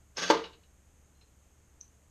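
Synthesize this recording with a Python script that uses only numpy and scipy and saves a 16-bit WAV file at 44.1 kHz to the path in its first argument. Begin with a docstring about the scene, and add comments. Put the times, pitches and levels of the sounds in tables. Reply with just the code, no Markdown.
"""Pop-up toaster on a workshop bench

The carriage scrapes up its guide as dense tiny slips, slams into its stop and sets the steel shell ringing
(noise bursts and damped modes), then rebounds and rattles to rest. Later come a faint tink and one sharp,
bright click as a stick lifts something out of the slot. A small room answers with a decaying noise tail,
over a low wavering hum and hiss."""
import sys
import numpy as np
from scipy import signal
from scipy.fft import rfft, irfft, next_fast_len
from scipy.io import wavfile
from scipy.ndimage import map_coordinates

SR = 44100
rng = np.random.default_rng(int(sys.argv[2]) if len(sys.argv) > 2 else 0)


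def unload_audio(sound):
    """Save the sound as a 16-bit wav file, at the path given as the first command line argument."""
    columns = np.transpose(np.atleast_2d(sound))
    # keep every value between -1 and 1, then stretch to whole-number steps
    steps = np.round(np.clip(columns, -1, 1) * 32767)
    wavfile.write(sys.argv[1], SR, steps.astype(np.int16))


N = 92610  # 2.1 s

# colour of light metal contacts, for the rack, the tinks and the clicks: f/Hz, relative level/dB
RATTLE_COLOUR = [(300, -14), (1500, -4.5), (2000, -8), (2900, 3), (3400, -5), (4200, 0), (4900, -10),
                 (6400, -23), (7500, -35), (13000, -54)]

CLICK_ATTACK_S, CLUNK_ATTACK_S, RATTLE_RISE_S = .0005, 0.00089, .002


def amp(db):
    """Decibels to gain."""
    return 10 ** (np.asarray(db) / 20)


def unit(x):
    """Scale to rms 1."""
    return x / np.sqrt(np.mean(x ** 2) + 1e-20)


def since(s):
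    """Seconds since time s, zero before it."""
    return np.maximum(np.arange(N) / SR - s, 0)


def along(points, hz):
    """Read a curve of (Hz, value) points on a log frequency axis."""
    f, v = np.transpose(points)
    return np.interp(np.log(hz + 1), np.log(f + 1), v)


def wobble(rate):
    """A smooth random curve with this many knots a second."""
    return map_coordinates(rng.standard_normal(N // 20), [since(0) * rate])


def filtered(x, response):
    """Multiply the spectrum of x by a response of frequency."""
    m = next_fast_len(N + SR // 2)
    return irfft(rfft(x, m) * response(np.fft.rfftfreq(m, 1 / SR)), m)[:N]


def coloured(x, spectrum):
    """Pass x through a causal minimum-phase filter of unit power with this spectrum."""
    m = next_fast_len(N + SR // 2, True)
    gain = unit(amp(along(spectrum, np.fft.rfftfreq(m, 1 / SR))))
    # folding the cepstrum onto positive time puts the energy as early as it can be
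    cepstrum = irfft(np.log(gain), m)
    cepstrum[1:m // 2] *= 2
    cepstrum[m // 2 + 1:] = 0
    return irfft(rfft(x, m) * np.exp(rfft(cepstrum)), m)[:N]


def noise(spectrum):
    """Steady noise, white at rms 1 before it is coloured."""
    return coloured(rng.standard_normal(N), spectrum)


def resonate(x, peaks):
    """Excite parallel band-pass resonances given as (Hz, width Hz, dB)."""
    def response(f):
        return sum(amp(db) * 1j * f * width / (centre ** 2 - f ** 2 + 1j * f * width)
                   for centre, width, db in peaks)
    return filtered(x, response)


def ring(s, modes, attack_s):
    """Damped modes (Hz, dB, t60 s) struck at time s, their levels a little different at every blow."""
    spread_db = 1 * rng.standard_normal(len(modes))
    t = since(s)
    live = (t > 0) & (t < .5)
    t = t[live]
    tone = np.zeros(len(t))
    for k, (hz, db, t60) in enumerate(modes):
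        decay = amp(db + spread_db[k] - 60 * t / t60)
        tone += (-1) ** k * decay * np.sin(2 * np.pi * hz * t)  # alternate polarity
    out = np.zeros(N)
    out[live] = (1 - np.exp(-t / attack_s)) * tone
    return out


def bursts(rows, spectrum, rise_s=0.00031):
    """Coloured noise that flares and dies away at each (s, dB, t60 s); overlapping bursts add in power."""
    power = np.zeros(N)
    for s, db, t60 in rows:
        t = since(s)
        decay = amp(db - 60 * np.minimum(t / t60, 2))
        power += ((1 - np.exp(-t / rise_s)) * decay) ** 2
    return coloured(np.sqrt(power) * rng.standard_normal(N), spectrum)


def slide():
    """The catch snaps free and dense tiny slips scrape along the guide, exciting its resonances."""
    # swell of the scrape as the carriage rises: t/s, level/dB
    swell = [(.150, -76.5), (.163, -61), (.171, -44), (.182, -34), (.213, -39.5), (.228, -31.5),
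             (.243, -34.5), (.255, -39.5), (.299, -38.5), (.302, -70)]
    # colour of the scrape: f/Hz, relative level/dB
    scrape_colour = [(70, -25), (125, -14), (175, -4), (222, -11.5), (300, 0.5), (480, 1), (900, -4),
                     (1200, -0.5), (2200, -2.5), (3300, -2), (5600, -2.5), (6550, -0.5), (7100, -18),
                     (8300, -21), (10200, -35.5), (11300, -23), (12400, -45.5), (14000, -60)]
    # resonances of guide and carriage: f/Hz, width/Hz, relative level/dB
    guide = [(177, 24, 5), (455, 20, 1), (586, 20, -0.5), (1150, 30, 3), (1560, 37, 3), (1649.6, 25, 1.5),
             (2630, 25, 0), (2912, 36, 2), (3397, 18, 4), (4457, 40, 0.5), (4700, 30, -0.5), (5248, 25, -2)]
    # modes of the catch: f/Hz, relative level/dB, t60/s
    catch = [(5200, -1.5, .025), (5480, -4, .02), (6400, -11, .03)]
    grains_per_s, grain_spread_db, guide_db = 5000, 2.5, 1.5
    catch_s, catch_db = .1703, -27.5

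    level = amp(np.interp(since(0), *np.transpose(swell), left=-150, right=-150))
    hits = rng.random(N) < grains_per_s / SR
    polarity = np.sign(rng.standard_normal(N))
    slips = unit(hits * polarity * amp(grain_spread_db * rng.standard_normal(N)))
    scrape = coloured(level * slips, scrape_colour)
    snap = amp(catch_db) * ring(catch_s, catch, CLICK_ATTACK_S)
    return scrape + amp(guide_db) * resonate(scrape, guide) + snap


def stop():
    """The carriage chatters against its stop, the body clunks and the shell and its panels ring."""
    # contacts at the stop: t/s, level/dB
    chatter = [(.3000, -22), (.3010, -17), (0.3043, -20), (.3066, -19.5), (.3100, -18.5)]
    # colour of each crack: f/Hz, relative level/dB
    crack_colour = [(120, -28), (220, -22), (310, 1.5), (600, 2), (740, -5), (900, 7.5), (1400, 0.5),
                    (2000, -0.5), (2600, -7), (3700, -9), (4500, 2), (5000, -12.5), (6500, -8), (7300, -22),
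                    (10000, -36), (11500, -29.5), (12500, -56.5)]
    # the body's short clunk on the bench: f/Hz, level before radiation/dB, t60/s
    clunk = [(316, -13, .06), (373.4, -22, .05), (464.5, -12.5, .06), (584.1, -20, 0.086),
             (890, -12.5, 0.053), (985, -22, 0.051), (1160, -26, .07), (1594.5, -24, 0.071),
             (1861.5, -23, .06), (2973, -27, 0.04), (3418.8, -28, .05), (4520, -24, .06)]
    # the small body radiates little bass: f/Hz, relative level/dB
    radiation = [(60, -16), (210, -10), (300, 0)]
    # ringing of the steel shell: f/Hz, level/dB, t60/s
    shell = [(174, -44, 0.46), (306, -38.5, .25), (457, -34.5, 0.24), (517, -36.5, 0.22), (659, -36, .23),
             (701, -38.5, .26), (892, -30, 0.32), (975, -31.5, 0.17), (1043.6, -36, .22),
             (1168, -33.5, .24), (1222, -34, 0.25), (1293, -37.5, .34), (1605, -40, .3), (1865, -40.5, .22),
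             (4520, -37, .2), (6358, -40.5, 0.11), (7750, -46.5, .08), (13280, -50, .06)]
    # dense ring of the thin panels: f/Hz, relative level/dB
    panel_colour = [(120, -31), (230, -15.5), (300, -4), (460, 1.5), (620, -7), (780, -8), (920, -0.5),
                    (1250, -4.5), (1600, -10), (3000, -12.5), (4500, -14), (5300, -20), (6400, -17),
                    (7200, -32), (10000, -45.5), (11500, -42), (13000, -62)]
    stop_s, shell_attack_s, crack_t60_s = .3002, 0.0052, .028
    panel_db, panel_t60_s = -27, 0.35

    cracks = bursts([(s, db, crack_t60_s) for s, db in chatter], crack_colour)
    body = coloured(ring(stop_s, clunk, CLUNK_ATTACK_S), radiation)
    shell_ring = ring(stop_s, shell, shell_attack_s)
    panels = bursts([(stop_s, panel_db, panel_t60_s)], panel_colour)
    return cracks + body + shell_ring + panels


def rebounds():
    """Each rebound of the carriage is a soft thud that stirs one resonance of the shell."""
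    # rebounds: t/s, level of the tone/dB, f/Hz, t60 of the tone/s
    bounces = [(.3305, -26, 919, 0.032), (.3410, -28, 980, 0.062), (0.3459, -23, 457.8, 0.18),
               (0.3713, -28, 457, 0.031)]
    # colour of the thud: f/Hz, relative level/dB
    thud_colour = [(120, -20), (300, 1), (470, -3), (700, -7), (950, -1), (1500, -4), (4500, -11.5),
                   (6500, -19.5), (9000, -45), (13000, -60)]
    thud_db, thud_t60_s = -9.5, 0.032  # thud level is relative to the tone

    tones = sum(ring(s, [(hz, db, t60)], CLUNK_ATTACK_S) for s, db, hz, t60 in bounces)
    thuds = bursts([(s, db + thud_db, thud_t60_s) for s, db, hz, t60 in bounces], thud_colour)
    return tones + thuds


def rack():
    """The wire rack settles in ever weaker rattles, each a noise burst that rings its wires."""
    # rattles: t/s, level/dB, t60 of the noise/s
    rattles = [(0.4372, -40.5, 0.121), (.528, -57, 0.0797), (0.538, -59, 0.0582), (.632, -65, 0.085)]
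    # modes of the rack: f/Hz, relative level/dB, t60/s
    wires = [(1569.4, -13.5, 0.19), (2870, -10, .16), (2964, -11.5, 0.14), (3875, -11.5, 0.2),
             (3940, -11, .17), (4180, -13, 0.088), (4620, -19, 0.12), (5250, -19, 0.25)]

    rustle = bursts(rattles, RATTLE_COLOUR, RATTLE_RISE_S)
    return rustle + sum(amp(db) * ring(s, wires, RATTLE_RISE_S) for s, db, t60 in rattles)


def tinks():
    """Light touches, each a soft noise burst, ring a wire in the slot."""
    # touches in the slot: t/s, level/dB
    touches = [(1.148, -77), (1.172, -79), (1.211, -63.5), (1.222, -70.5)]
    # modes of the wire: f/Hz, relative level/dB, t60/s
    wire = [(2771, -3, .13), (4120, 1, 0.131), (4180, -9, 0.094), (5240, -6, .08)]
    touch_db, touch_t60_s = 2, .06  # noise level is relative to the touch

    brush = bursts([(s, db + touch_db, touch_t60_s) for s, db in touches], RATTLE_COLOUR, RATTLE_RISE_S)
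    return brush + sum(amp(db) * ring(s, wire, CLICK_ATTACK_S) for s, db in touches)


def clicks():
    """A small hard contact is a snap of noise and close, beating high modes."""
    # the bright click and its small neighbours: t/s, level/dB
    contacts = [(1.8063, -52), (1.8105, -36.5), (1.8788, -60)]
    # modes of the click: f/Hz, relative level/dB, t60/s
    modes = [(5443, -16.5, 0.02), (5656, -18, .02), (6007, 0, .021), (6295, 0, 0.0224), (6060, -28, 0.14)]
    snap_db, snap_t60_s = -13.5, 0.0061  # snap level is relative to the contact

    snaps = bursts([(s, db + snap_db, snap_t60_s) for s, db in contacts], RATTLE_COLOUR)
    return snaps + sum(amp(db) * ring(s, modes, CLICK_ATTACK_S) for s, db in contacts)


def room(x):
    """The workshop answers with a diffuse noise tail whose decay time depends on frequency."""
    # reverberation time: f/Hz, t60/s
    room_t60 = [(150, 0.45), (1000, 0.26), (4000, 0.33), (7000, 0.11), (12000, .18)]
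    delay_s = .005

    hz, t, z = signal.stft(rng.standard_normal(SR // 2), SR, nperseg=256)
    decay = amp(-60 * t / along(room_t60, hz)[:, None])
    tail = signal.istft(z * decay, SR, nperseg=256)[1]
    tail = np.pad(tail / np.linalg.norm(tail), (int(delay_s * SR), 0))
    return signal.fftconvolve(x, tail)[:N]


def background():
    """Room air and the microphone's hiss are coloured noise; the low drone is sines that waver in pitch."""
    # colour of the room air: f/Hz, relative level/dB
    air_colour = [(15, -17.5), (25, -7), (45, -8), (95, -11), (150, -17), (290, -21), (480, -24),
                  (1000, -29), (2000, -32.5), (3200, -36), (4500, -43), (6500, -61)]
    # colour of the hiss: f/Hz, relative level/dB
    hiss_colour = [(3000, -30), (4800, -16), (5900, -11), (6450, 0), (7200, -6), (9000, -10.5),
                   (10400, -18), (12000, -14), (13500, -19.5), (14300, -28)]
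    # partials of the drone: mean f/Hz, relative level/dB
    partials = [(71, -0.5), (121, -12.5), (177, -19)]
    air_db, hiss_db, hum_db = -65.5, -73, -62
    wander_hz, knots_per_s = 3.5, 10

    hum = np.zeros(N)
    for hz, db in partials:
        pitch = hz + wander_hz * wobble(knots_per_s)
        hum += amp(db) * np.sin(2 * np.pi * np.cumsum(pitch) / SR)
    return amp(air_db) * noise(air_colour) + amp(hiss_db) * noise(hiss_colour) + amp(hum_db) * hum


def scene():
    """The toaster and the small contacts, each with its share of room, over the background."""
    room_db, small_room_db = -11.5, -7.5
    toaster = slide() + stop() + rebounds() + rack()
    small = tinks() + clicks()
    answer = amp(room_db) * room(toaster) + amp(small_room_db) * room(small)
    return (toaster + small + answer + background())[None]


def record(dry):
    """Nothing is kept above the band limit."""
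    top_hz = 14300
    return filtered(dry[0], lambda hz: hz < top_hz)[None]


dry = scene()
out = record(dry)
unload_audio(out)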